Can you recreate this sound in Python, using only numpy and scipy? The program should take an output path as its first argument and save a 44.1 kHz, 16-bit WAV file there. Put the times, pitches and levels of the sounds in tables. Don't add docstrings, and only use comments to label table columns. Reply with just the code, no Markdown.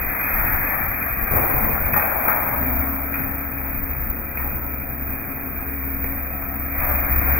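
import sys
import numpy as np
from scipy import signal
from scipy.fft import rfft, irfft, next_fast_len
from scipy.io import wavfile
from scipy.ndimage import uniform_filter1d, map_coordinates

SR = 44100
rng = np.random.default_rng(int(sys.argv[2]) if len(sys.argv) > 2 else 0)


def dump_mix(stems):
    frames = np.atleast_2d(stems).T
    limited = np.clip(frames, -1, 1)
    pcm = np.round(limited * 32767).astype(np.int16)
    wavfile.write(sys.argv[1], SR, pcm)


N = 326013

# time_s, level_db
FEED_LEVEL = [(0, -31.5), (.17, -31), (.33, -28), (.75, -28.5), (.9, -31.5), (.94, -30.5), (1.25, -33),
              (1.45, -30), (1.85, -33), (1.91, -34), (1.96, -36.5), (2.3, -32), (2.95, -38.5), (3.7, -40.5),
              (4.15, -42.5), (5, -43.5), (5.1, -40.5), (6.65, -41.5), (6.77, -35), (6.83, -31), (7.06, -33),
              (7.39, -29.5)]


def rollers():
    # freq_hz, density_db
    sheet_spectrum = [(200, -23), (450, -11.5), (700, -6.5), (1000, -15), (1200, -0.5), (1450, -0.5),
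                      (1720, 4.5), (2080, 3.5), (2370, 4.5), (2600, -2.5)]
    panel_spectrum = [(150, -24), (300, -6.5), (400, -5), (520, -2), (690, 0.5), (770, -0.5), (840, -2),
                      (950, -3), (1350, -4), (1800, -13), (2500, -16)]
    # start_s, length_s, level_db
    loads = [(1.312, .33, -29.5), (1.936, 0.54, -27), (4.386, 0.046, -38), (6.82, 0.077, -32.5),
             (7.242, .13, -32.5)]
    feed_db = curves(FEED_LEVEL)[0]
    chatter = amp(feed_db + 3.5 + 0.61 * wobble(25))
    sheet = chatter * radiate(contacts(rate_hz=250, spread_db=0.5, rub=2.7), sheet_spectrum)
    ticks = amp(feed_db - 2) * jingle()
    load_power = swells(loads, attack_s=0.016, fall_db_per_s=18.5)
    roar = shaken(load_power, base_db=-32, db_per_feed_db=0.77) * amp(0.81 * wobble(18))
    panels = roar * radiate(contacts(rate_hz=300, spread_db=5.5, rub=1.8), panel_spectrum)
    return rippled(sheet + panels) + ticks


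def jingle(rate_hz=260, low_hz=1148.6, high_hz=2511, spread_db=7, mean_t60_s=0.12):
    count = int(rate_hz * N / SR)
    when, pitch, size, life, right_phase = rng.random((count, 5)).T[:, :, None]
    t = np.arange(SR // 16) / SR
    hz = low_hz + pitch * (high_hz - low_hz)
    fade = amp(spread_db * size ** 2 - 60 * t / (mean_t60_s * (0.5 + life)))
    index = (when * N).astype(int) + np.arange(len(t))
    ticks = [fade * np.sin(2 * np.pi * (hz * t + phase)) for phase in (0, right_phase)]
    return unit(np.array([np.bincount(index.ravel(), side.ravel(), N)[:N] for side in ticks]))


def shear():
    # start_s, length_s, level_db
    stroke = [(1.326, 0.38, -32)]
    # freq_hz, density_db
    spectrum = [(180, -22.5), (300, 4.5), (450, 4.5), (750, -2), (1050, -0.5), (1400, -20.5), (2500, -46)]
    bite = np.sqrt(swells(stroke, attack_s=0.022, fall_db_per_s=72.5)) * amp(0.67 * wobble(45))
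    return bite * radiate(contacts(rate_hz=130, spread_db=1.5, rub=1.4), spectrum)


def knocks(recoil_cycles=3.6, clink_hz=2260, rolloff_db_per_octave=21.5):
    # start_s, thud_db, thud_hz, clang_db, clang_hz, clink_db, t60_s
    blows = [(1.311, -10, 83.6, -18, 278, -42.5, 0.1), (1.335, -16, 99, -21.5, 472, -25.5, .3),
             (1.355, -24, 100.2, -16.5, 950, -32.5, .14), (1.369, -17, 89.8, -21, 555, -30, 0.29),
             (1.935, -12.5, 129, -8, 1366, -19, .07), (1.962, -30.5, 161.2, -12, 880, -17, 0.14),
             (1.996, -41.5, 165.3, -17, 1494, -29.5, 0.11), (2.023, -43.5, 163, -17, 1412, -26, .06),
             (2.279, -16, 286, -17.5, 1202, -33.5, 0.26), (2.282, -30.5, 199, -9.5, 1367, -27.5, 0.099),
             (2.311, -41, 200, -19.5, 1293, -31.5, .3), (3.13, -55.5, 155, -40.5, 1903, -24.5, 0.08),
             (3.141, -53, 161, -23.5, 1414, -20.5, 0.064), (3.154, -49, 158.5, -26, 1843, -26.5, 0.22),
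             (3.19, -53.5, 162, -29.5, 1850, -32.5, 0.21), (3.236, -50.5, 160.6, -28, 1760, -37, .12),
             (3.64, -37, 79.5, -30.5, 998, -32, 0.56), (4.073, -25.5, 78.5, -27, 900, -36, 0.025),
             (4.353, -23, 81.2, -27, 1240, -40, .08), (4.371, -30.5, 383.5, -39, 1880, -25.5, .05),
             (4.374, -31, 385, -36.5, 1867, -15.5, 0.048), (4.391, -39.5, 79, -28, 988, -41, .2),
             (4.443, -23, 110.7, -30, 802, -42.5, .2), (6.043, -24, 223.5, -36.5, 893, -29, .23),
             (6.42, -44, 161, -25.5, 1193, -38.5, 0.22), (6.802, -38.5, 81, -26.5, 902, -28.5, 0.38),
             (6.873, -32.5, 79.4, -24, 765, -36, 0.17)]
    # freq_hz, gain_db, t60_s
    modes = [(675, -7.5, .15), (831, 5, .32), (1200, -4.5, 0.32), (1282, -6, .6), (1550, -6, 0.28),
             (1820, -3.5, 0.34), (1852, -2.5, 0.55), (1901, 9, 0.028), (2210, -9, 0.4), (2385, 2, 0.03),
             (2511, 10, 0.069)]
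    out, t = np.zeros((2, N + SR)), np.arange(SR // 2) / SR
    near = lambda hz, centre_hz: amp(-rolloff_db_per_octave * abs(np.log2(hz / centre_hz)))
    for start_s, thud_db, thud_hz, clang_db, clang_hz, clink_db, t60_s in blows:
        recoil = -np.sin(2 * np.pi * thud_hz * t) * amp(-60 * t * thud_hz / recoil_cycles)
        shudder = burst(t, thud_hz / 2.5, thud_hz * 3, t60_s=0.14)
        thud = amp(thud_db - 7) * (0.7 * shudder + 2 * recoil)
        for channel in out:
            ring = np.zeros(len(t))
            for hz, gain_db, mode_t60_s in modes:
                force = amp(clang_db) * near(hz, clang_hz) + amp(clink_db) * near(hz, clink_hz)
                fade = amp(gain_db + rng.normal(0, 4.3) - 60 * t / mode_t60_s)
                ring += force * fade * np.sin(2 * np.pi * (hz * t + rng.random()))
            clang = amp(clang_db - 6) * burst(t, clang_hz / 1.45, clang_hz * 1.32, t60_s)
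            clink = amp(clink_db - 1) * burst(t, 1900, 4400, t60_s)
            crack = amp(clang_db - 9.5) * burst(t, 900, 3900, t60_s=0.022)
            channel[round(start_s * SR):][:len(t)] += thud + crack + clang + clink + amp(-15) * ring
    return out[:, :N]


def frame():
    # start_s, length_s, boom_db, ground_db
    shudders = [(0, 0.032, -43.5, -29), (0.331, 0.12, -36, -28.5), (0.427, 0.18, -34, -34.5),
                (0.783, 0.11, -35, -39), (1.104, 0.13, -35.5, -30), (1.308, .1, -26.5, -29.5),
                (1.497, 0.25, -28.5, -31.5), (1.795, 0.088, -30, -28), (2.496, 0.3, -33, -38),
                (3.18, 0.037, -29, -43.5), (3.674, .42, -39.5, -36), (4.382, 0.18, -33.5, -36),
                (5.948, 0.14, -38.5, -34), (6.762, 0.46, -36, -30.5), (7.097, .25, -32.5, -35)]
    # freq_hz, density_db
    frame_spectrum = [(40, -27), (60, 4), (85, 8), (108, 0.5), (132, 6), (165, -5.5), (205, 1), (245, 0.5),
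                      (310, -5), (380, -5.5), (600, -25.5)]
    ground_spectrum = [(4, -13), (18, -5), (26, -1), (45, -3.5), (60, -6), (100, -33), (200, -55)]
    start_s, length_s, boom_db, ground_db = np.transpose(shudders)
    power = lambda db: swells(zip(start_s, length_s, db), attack_s=0.023, fall_db_per_s=130)
    surge = wobble(14)
    boom_gain = shaken(power(boom_db), base_db=-38, db_per_feed_db=0.1) * amp(0.73 * surge)
    ground_gain = shaken(power(ground_db), base_db=-39, db_per_feed_db=0.057) * amp(0.87 * surge)
    boom = boom_gain * radiate(contacts(rate_hz=90, spread_db=4, rub=1.8), frame_spectrum)
    rumble = ground_gain * radiate(rng.standard_normal((2, N)), ground_spectrum)
    return boom + rumble


def bumps(decay_cycles=4.1):
    # start_s, level_db, pitch_hz
    hits = [(.336, -18.5, 35), (.449, -18.5, 111), (0.461, -18.5, 164), (.619, -21, 123.4),
            (1.108, -17.5, 76.3), (1.174, -21.5, 70.3), (1.236, -17.5, 50.3), (1.574, -20, 79.1),
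            (1.635, -18.5, 69.4), (1.655, -20.5, 95), (1.699, -21, 222.5), (1.719, -22, 109),
            (1.823, -21, 65.8), (1.856, -23.5, 59.8)]
    out, t = np.zeros(N), np.arange(N) / SR
    for start_s, db, hz in hits:
        cycles = hz * np.maximum(t - start_s, 0)
        out += amp(db - 60 * cycles / decay_cycles) * np.sin(2 * np.pi * cycles)
    return out


def motor(shaft_hz=68.3, on_s=2.47, rise_s=0.13, idle_gain=0.19):
    # time_s, level_db
    hum_level = [(2.66, -28), (2.85, -27.5), (3, -33.5), (3.3, -36.5), (3.6, -32.5), (3.95, -32.5),
                 (4.3, -38), (4.5, -33.5), (5.1, -33), (5.27, -44.5), (5.55, -35.5), (5.85, -31.5),
                 (6.45, -34), (6.8, -31), (6.94, -25.5), (7.06, -33.5), (7.13, -23.5), (7.39, -25)]
    fourth_level = [(2.7, -36.5), (3.05, -39), (3.4, -35.5), (4, -40), (4.35, -47.5), (4.95, -40.5),
                    (5.5, -39.5), (6, -36.5), (6.9, -40.5), (7.39, -39.5)]
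    # shaft_order, level_db
    overtones = [(2, -49), (5, -63), (8, -52), (10, -51), (16, -58.5), (19, -50), (21, -59)]
    angle = 2 * np.pi * np.cumsum(shaft_hz * (1 + 0.001 * wobble(7))) / SR
    on = np.clip((np.arange(N) / SR - on_s) / rise_s, idle_gain, 1)
    hum = amp(curves(hum_level)[0] + 0.61 * wobble(4.2)) * np.sin(angle + 0.049 * wobble(51))
    fourth = amp(curves(fourth_level)[0] + 2.1 * wobble(9)) * np.sin(4 * angle + 0.7 * wobble(20))
    whine = np.zeros((2, N))
    for order, db in overtones:
        gain = amp(db + 3 * wobble(2.5))
        waver_rad = 1.15 * np.array([wobble(14), wobble(14)])
        whine += gain * np.sin(order * angle + waver_rad)
    return np.sqrt(2) * on * (hum + fourth + whine)


def groan():
    # time_s, pitch_hz, level_db
    glide = [(2.55, 266, -55), (2.66, 258.2, -27.5), (2.76, 244, -38), (2.92, 240, -40), (3.05, 232.5, -72)]
    hz, db = curves(glide)
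    return np.sqrt(2) * amp(db) * np.sin(2 * np.pi * np.cumsum(hz) / SR)


def factory():
    # freq_hz, density_db
    spectrum = [(100, -14.5), (165, 4.5), (220, 11), (300, 6), (370, 0.5), (460, 3), (600, -5), (750, 0.5),
                (930, -19), (1500, -4), (2500, -6)]
    likeness = [(150, 1.0), (300, 0.94), (600, 0.12), (1500, 1.0)]  # freq_hz, correlation
    return amp(-33) * rippled(radiate(rng.standard_normal((2, N)), spectrum, likeness))


def hall(x):
    # freq_hz, t60_s
    decay = [(60, 1), (500, 0.96), (2500, 1)]
    hz, t, noise = signal.stft(rng.standard_normal((2, SR)), SR, nperseg=256)
    tail = signal.istft(noise * amp(-60 * t / along(decay, hz)[:, None]), SR, nperseg=256)[1]
    return signal.fftconvolve(x, tail / np.linalg.norm(tail[0]), axes=1)[:, :N]


def rippled(x, depth_db=2.2):
    bands = signal.stft(x, nperseg=2048)[2]
    field = rng.standard_normal(bands.shape)
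    for _ in range(2):
        field = uniform_filter1d(uniform_filter1d(field, size=3, axis=1), size=17, axis=2)
    return signal.istft(bands * unit(amp(depth_db * unit(field))), nperseg=2048)[1][:, :N]


def contacts(rate_hz, spread_db, rub):
    size = amp(spread_db * rng.uniform(-1, 1, N))
    taps = (rng.random(N) < rate_hz / SR) * size
    return unit(taps * np.sign(rng.standard_normal((2, N)))) + rub * rng.standard_normal((2, N))


def radiate(drive, spectrum, likeness=None):
    # freq_hz, correlation
    machine_likeness = [(100, 1), (250, 0.05), (400, -1), (550, -0.35), (700, 0.13), (1000, 0), (1400, 0.1),
                        (2400, -0.29)]

    def response(hz):
        width_rad = np.arccos(np.clip(along(likeness or machine_likeness, hz), -1, 1)) / 2
        return amp(along(spectrum, hz)) * [np.cos(width_rad), np.sin(width_rad)]

    mid, side = filtered(drive, response)
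    return np.array([mid + side, mid - side]) / np.std(mid)


def shaken(extra_power, base_db, db_per_feed_db, feed_ref_db=-30):
    follow_db = db_per_feed_db * (curves(FEED_LEVEL)[0] - feed_ref_db)
    return np.sqrt(amp(base_db + follow_db) ** 2 + extra_power)


def swells(events, attack_s, fall_db_per_s):
    power, t = np.zeros(N), np.arange(N) / SR
    for start_s, length_s, db in events:
        rise = np.clip((t - start_s) / attack_s, 0, 1)
        fall_db = fall_db_per_s * np.maximum(t - start_s - length_s, 0)
        power += (rise * amp(db - fall_db)) ** 2
    return power


def burst(t, low_hz, high_hz, t60_s):
    band = signal.butter(2, [low_hz, high_hz], "band", fs=SR, output="sos")
    return unit(signal.sosfilt(band, rng.standard_normal(len(t)))) * amp(-60 * t / t60_s)


def wobble(rate_hz):
    knots = rng.standard_normal(int(N * rate_hz / SR) + 4)
    return map_coordinates(knots, [np.arange(N) * rate_hz / SR])


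def curves(rows):
    time_s, *columns = np.transpose(rows)
    return [np.interp(np.arange(N) / SR, time_s, column) for column in columns]


def along(points, hz):
    freq_hz, values = np.transpose(points)
    return np.interp(np.log(hz + 1), np.log(freq_hz + 1), values)


def filtered(x, response):
    size = next_fast_len(N + 8192)
    return irfft(rfft(x, size) * response(np.fft.rfftfreq(size, 1 / SR)), size)[..., :N]


def sides(lean_db):
    return amp(np.array([lean_db, -lean_db]) / 2)


def amp(db):
    return 10 ** (np.asarray(db) / 20)


def unit(x):
    return x / np.sqrt(np.mean(x ** 2) + 1e-20)


def scene():
    # time_s, left_minus_right_db
    walk = [(0, -1), (1.2, 0), (1.5, -1), (2.4, 0), (3.2, -0.5), (4.5, -3), (6, -6), (7.39, -1)]
    # freq_hz, left_minus_right_db
    lean = [(80, 0.5), (280, 0), (400, 0.5), (650, 2.5), (850, 6), (1200, 4.5), (1700, 4.5), (2100, 1.5),
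            (2450, -11.5)]
    blows = knocks()
    steel = (rollers() + shear() + blows + amp(-3.5) * hall(blows)) * sides(curves(walk)[0])
    mix = steel + frame() + bumps() + motor() + groan() + factory()
    return filtered(mix, lambda hz: sides(along(lean, hz)))


def record(dry, ceiling=0.5, top_hz=15770):
    # freq_hz, gain_db
    passband = [(2495, 0), (2565, -15), (2780, -25), (2900, -56), (5600, -62), (5900, -140)]
    rounded = dry / (1 + (dry / ceiling) ** 6) ** (1 / 6)
    left, right = filtered(rounded, lambda hz: amp(along(passband, hz)))
    slot = np.arange(N) % 3
    pulses = np.array([(slot == 1) * (left + right) / 2 + (slot == 2) * left, (slot == 1) * right])
    return filtered(2 * pulses, lambda hz: hz < top_hz)


dry = scene()
out = record(dry)
dump_mix(out)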